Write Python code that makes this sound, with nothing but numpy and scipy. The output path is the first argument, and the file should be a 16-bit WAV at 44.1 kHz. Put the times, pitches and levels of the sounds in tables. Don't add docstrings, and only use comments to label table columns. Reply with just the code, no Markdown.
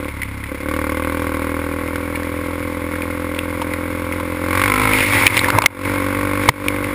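import sys
import numpy as np
from scipy import signal
from scipy.io import wavfile
from scipy.ndimage import uniform_filter1d

SR = 44100
rng = np.random.default_rng(int(sys.argv[2]) if len(sys.argv) > 2 else 0)


def pcm_store(signal):
    levels = np.round(np.clip(np.atleast_2d(signal), -1, 1) * 32767)
    wavfile.write(sys.argv[1], SR, levels.astype(np.int16).T)


N = 306054


def from_db(db):
    return 10 ** (np.asarray(db) / 20)


def in_time(rows):
    return np.interp(np.arange(N) / SR, *np.transpose(rows))


def evened(x):
    power = uniform_filter1d(uniform_filter1d(x * x, size=3600), size=2600)
    return x / np.sqrt(np.maximum(power, 1e-18))


def cut(x, hz, kind, order=2):
    return signal.sosfilt(signal.butter(order, hz, kind, fs=SR, output="sos"), x)


def drift(rate_hz):
    slow = cut(rng.standard_normal(N + SR), rate_hz, "low")[SR:]
    return slow / slow.std()


def late(x, seconds):
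    return np.interp(np.arange(N) - seconds * SR, np.arange(N), x, left=0)


def fade(clicks, seconds):
    return signal.lfilter([1], [1, -np.exp(-1 / (seconds * SR))], clicks)


def swell(start_s, length_s, attack_s, release_s):
    t = np.arange(N) / SR - start_s
    return np.clip(np.minimum(t / attack_s, 1 - (t - length_s) / release_s), 0, 1)


def resonate(x, modes):
    out = 0
    for hz, width, gain_db in modes:
        r = np.exp(-np.pi * width / SR)
        poles = [1, -2 * r * np.cos(2 * np.pi * hz / SR), r * r]
        out = out + from_db(gain_db) * (1 - r * r) / 2 * signal.lfilter([1, 0, -1], poles, x + 1e-18)
    return out


def gliding(x, modes, ratio, size=441):
    out = np.zeros(N)
    for hz, width, gain_db in modes:
        r, state = np.exp(-np.pi * width / SR), np.zeros(2)
        for i in range(0, N, size):
            poles = [1, -2 * r * np.cos(2 * np.pi * hz * ratio[i] / SR), r * r]
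            block, state = signal.lfilter([1, 0, -1], poles, x[i:i + size], zi=state)
            out[i:i + size] += from_db(gain_db) * (1 - r * r) / 2 * block
    return out


def case(x):
    # pitch_hz, width_hz, gain_db
    shell_modes = [(2150, 242, 17.5), (2180, 52, -1), (3350, 610, -4.5), (4960, 2500, -8.5)]
    return cut(resonate(x, shell_modes), 1080, "high")


def rumble():
    # centre_hz, width_hz, gain_db
    bands = [(35.2, 320, -2.5), (104, 38, -9), (286, 115, 2.5), (490, 23, 4.5), (1036, 790, -10.5),
             (1420, 300, 2)]
    return evened(cut(resonate(rng.standard_normal(N), bands), 1200, "low"))


def patter(per_s, spread_db):
    sizes = from_db(spread_db * np.minimum(rng.exponential(1, N), 4)) * rng.standard_normal(N)
    clicks = sizes * (rng.random(N) < per_s / SR)
    return clicks / clicks.std()


def water(speed_db):
    # start_s, length_s, spray_db, slosh_db
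    splashes = [(4.504, 0.084, -28.5, -25), (4.766, 0.2, -23.5, -22), (4.887, .14, -17.5, -34),
                (5.082, 0.26, -15, -17.5), (5.497, 0.1, -26.5, -16.5), (5.787, 0.16, -30.5, -29.5),
                (6.38, 0.043, -24.5, -31)]
    # pitch_hz, width_hz, gain_db
    fender_modes = [(106, 15.4, 14), (276, 310, -2), (574, 40, 1), (900, 274, 5), (1580, 180, -21.5)]
    spray_power, slosh_power = from_db(-34.5 + speed_db) ** 2, from_db(-34 + speed_db) ** 2
    for start_s, length_s, spray_db, slosh_db in splashes:
        shape = swell(start_s, length_s, attack_s=0.054, release_s=0.22)
        spray_power += (from_db(spray_db) * shape) ** 2
        slosh_power += (from_db(slosh_db) * shape) ** 2
    spray = evened(case(patter(per_s=3200, spread_db=1) + 1.22 * rng.standard_normal(N)))
    drumming = evened(resonate(patter(per_s=1500, spread_db=2), fender_modes))
    drops = case(patter(per_s=110, spread_db=5))
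    slosh = cut(drumming, 2000, "low", order=4) + from_db(-15) * drops / drops.std()
    return np.sqrt(spray_power) * spray + np.sqrt(slosh_power) * slosh


def trail(speed_octaves):
    speed_db = 15 * speed_octaves
    bed = water(speed_db) + from_db(-37.5 + speed_db) * rumble()
    return bed * from_db(drift(rate_hz=49))


def knocks(hits, part_hz, ring_width_hz, shell_db, crack_db):
    out, t = np.zeros(N), np.arange(SR // 10) / SR
    for start_s, peak_db, t60_s, ratio in hits:
        envelope = (1 - np.exp(-t / 0.00026)) * from_db(-60 * t / t60_s)
        envelope /= envelope.max()
        splat = envelope * rng.standard_normal(len(t))
        tone = envelope * np.sin(2 * np.pi * part_hz * ratio * t)
        body, shell = resonate(splat, [(part_hz * ratio, ring_width_hz, 0)]), case(splat)
        crack = from_db(crack_db + min(peak_db, 0)) * splat
        hit = tone + 0.87 * body / abs(body).max() + from_db(shell_db) * shell / abs(shell).max() + crack
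        start = int(start_s * SR)
        out[start:start + len(t)] += (from_db(peak_db) * hit / abs(hit).max())[:N - start]
    return out


def grit(per_s=3.4, peak_db=-20, spread_db=6, t60_s=0.013, scatter_octaves=0.24):
    chance = rng.random((int(per_s * N / SR), 3))
    return [(when * N / SR, peak_db + spread_db * (2 * size - 1), t60_s,
             2 ** (scatter_octaves * (pitch - .5))) for when, size, pitch in chance]


def spats():
    # start_s, peak_db, t60_s, pitch_ratio
    hits = [(.088, -20.5, 0.018, 1.03), (.217, -11.5, 0.047, 0.9), (.232, -10, 0.015, 0.98),
            (.438, -16.5, 0.024, 0.91), (2.155, -11, 0.042, 1), (2.2322, -13, 0.0047, 0.84),
            (2.955, -15, 0.023, .74), (3.02, -10.5, 0.017, 1), (3.3895, -6.5, 0.0056, 1.26),
            (3.7357, -10, 0.018, 0.88), (4.123, -15.5, 0.056, 0.97), (4.934, -2.5, .009, 1.08),
            (4.9865, -3, 0.0043, 1.27), (5.0046, -2.5, 0.015, 1.08), (5.266, 11, 0.021, 1.06),
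            (5.277, 10, 0.0047, 1.15), (5.368, 2.5, .019, 1.03), (5.376, 3, 0.0053, 1.03),
            (5.392, 5, .007, 1.8), (5.444, 1, 0.0086, 0.81), (5.5025, 2, .009, 0.74),
            (5.6595, 20.5, 0.014, .96), (6.49, 14, 0.015, 0.86), (6.6832, 1.5, 0.0098, 1.03)]
    return knocks(hits + grit(), part_hz=2243, ring_width_hz=290, shell_db=-7.5, crack_db=-14.5)


def jolts():
    # start_s, peak_db, t60_s, pitch_ratio
    hits = [(1.9582, -9, 0.0024, 1.5), (3.6165, -5.5, 0.034, 0.94), (4.199, -12, .022, 1.03),
            (5.484, -4, 0.056, 0.99), (5.5857, 9.5, .011, 0.99), (5.6195, 6.5, 0.016, 1.2),
            (5.6392, 3, .0075, 0.98), (6.488, 18.5, 0.014, 0.96)]
    return knocks(hits, part_hz=983, ring_width_hz=360, shell_db=-5, crack_db=-26)


def landing():
    # start_s, peak_db, t60_s, pitch_ratio
    hits = [(6.49, 7.5, 0.065, 1)]
    return knocks(hits, part_hz=138, ring_width_hz=220, shell_db=-16, crack_db=-22)


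def firings(per_s, jitter_s, uneven_db):
    cycles = np.cumsum(per_s) / SR
    times = np.interp(np.arange(int(cycles[-1]) + 1), cycles, np.arange(N) / SR)
    timing, strength = rng.standard_normal((len(times), 2)).T
    starts = np.clip((times + jitter_s * timing) * SR, 0, N - 1).astype(int)
    pulses = np.zeros(N)
    pulses[starts] = from_db(uneven_db * strength)
    return pulses


def valves(per_s):
    ticks = late(firings(per_s, jitter_s=0.00016, uneven_db=6), seconds=.006)
    return evened(case(fade(ticks, seconds=0.01) * rng.standard_normal(N)))


def pipe_tuning(throttle, surge_s=0.5):
    settled = throttle[0] + fade(throttle - throttle[0], surge_s) / (surge_s * SR)
    surge = np.maximum(throttle - settled, 0)
    chill = swell(start_s=4.63, length_s=0.32, attack_s=0.08, release_s=0.088)
    return 1.005 + 0.065 * surge - 0.096 * chill


def exhaust(per_s, throttle, speed_octaves):
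    # pitch_hz, width_hz, gain_db
    boom_modes = [(91.6, 18.5, 27), (41.4, 5.8, -34)]
    pipe_modes = [(160, 61, 1), (287.7, 49, 7), (362.5, 34, 6), (496.8, 45.6, 4)]
    silencer_modes = [(888, 94, 4), (1110, 102, 9.5), (1422, 143, 8.5), (1430, 40, -25)]
    # throttle_fraction, boom_db, drone_db, bark_db, rasp_db
    load = [(0, -29.5, -35, -43, -45), (.3, -34, -29, -38, -34.5), (.5, -31.5, -25.5, -33.5, -43),
            (.7, -27.5, -22, -25.5, -29.5), (1, -25.5, -23, -18.5, -18.5)]
    opening, *levels = np.transpose(load)
    boom_db, drone_db, bark_db, rasp_db = (np.interp(throttle, opening, db) for db in levels)
    tuning = pipe_tuning(throttle)
    pulses = firings(per_s, jitter_s=.00003, uneven_db=.7)
    echo = late(pulses, seconds=.0038)
    strokes = pulses + 0.74 * echo
    boom = evened(cut(resonate(strokes, boom_modes), 109, "low"))
    burning = np.clip(throttle / 0.23, 0, 1)
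    puffs = burning * strokes + (1 - burning) * cut(strokes, 308, "low", order=4)
    pipe = gliding(-puffs, pipe_modes, tuning)
    drone = evened(cut(cut(pipe, 620, "low", order=4), 98, "high"))
    rush = cut(fade(pulses + 0.19 * echo, seconds=0.0051), 700, "low")
    ring = evened(gliding(-pulses - 0.49 * echo, silencer_modes, tuning))
    turbulence = evened(gliding(rush * rng.standard_normal(N), silencer_modes, tuning))
    growl = ring + .35 * turbulence
    bark = evened(cut(cut(growl, 855, "high", order=4), 1420, "low", order=4))
    rasp = evened(cut(case(rush * rng.standard_normal(N)), 1040, "high", order=4))
    return (from_db(boom_db) * boom + from_db(drone_db + 3 * speed_octaves) * drone
            + from_db(bark_db) * bark + from_db(rasp_db) * rasp)


def scene():
    # time_s, firings_per_s
    engine_speed = [(0.0, 37.2), (0.29, 33.66), (0.59, 34.91), (0.76, 39.45), (0.84, 37.89), (1.22, 41.48),
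                    (1.31, 39.41), (1.5, 40.71), (2.31, 41.81), (4.41, 42.99), (4.55, 45.36), (4.77, 51.92),
                    (4.96, 53.26), (5.03, 49.88), (5.38, 43.21), (5.59, 51.18), (5.72, 45.58),
                    (5.93, 48.81), (6.0, 46.97), (6.2, 48.52), (6.94, 48.85)]
    # time_s, throttle_fraction
    thumb = [(.06, 0.49), (.1, 0.05), (.48, 0.03), (.52, 0.51), (.575, 0.14), (.69, 0.67), (1.35, 0.64),
             (2.05, 0.51), (4.4, 0.53), (4.62, 1), (4.88, 0.92), (5.04, 0.48), (5.23, 0.63), (5.34, 0.69),
             (5.52, 0.64), (6.35, 0.7), (6.94, 0.56)]
    per_s, throttle = in_time(engine_speed), in_time(thumb)
    speed_octaves = np.log2(per_s / 42)
    engine = exhaust(per_s, throttle, speed_octaves) + from_db(-41) * valves(per_s)
    return (engine + trail(speed_octaves) + spats() + jolts() + landing())[None]


def microphone(x):
    # centre_hz, width_hz, gain_db
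    dips = [(746, 207, -5.5), (5040, 2200, -3.5)]
    for hz, width, gain_db in dips:
        band, gain = np.tan(np.pi * width / SR), from_db(gain_db / 2)
        centre = -2 * np.cos(2 * np.pi * hz / SR)
        zeros = [1 + band * gain, centre, 1 - band * gain]
        poles = [1 + band / gain, centre, 1 - band / gain]
        x = signal.lfilter(zeros, poles, x)
    return x


def limiter(x, threshold_db, release_db_per_s, attack_s):
    over_db = np.maximum(20 * np.log10(abs(x) + 1e-9) - threshold_db, 0)
    ramp_db = release_db_per_s * np.arange(N) / SR
    duck_db = np.maximum.accumulate(over_db + ramp_db, axis=-1) - ramp_db
    return x * from_db(-fade(duck_db, attack_s) / (attack_s * SR))


def record(dry):
    narrow = cut(microphone(dry), 5600, "low", order=16)
    limited = limiter(narrow, threshold_db=-2, release_db_per_s=108, attack_s=0.0065)
    samples = np.clip(signal.resample_poly(limited, 12000, SR, axis=-1), -1, 1)
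    held = signal.resample_poly(np.repeat(samples, 4, axis=-1), SR, 48000, axis=-1)[:, :N]
    return signal.sosfilt(signal.ellip(10, .1, 80, 15200, "low", fs=SR, output="sos"), held)


dry = scene()
out = record(dry)
pcm_store(out)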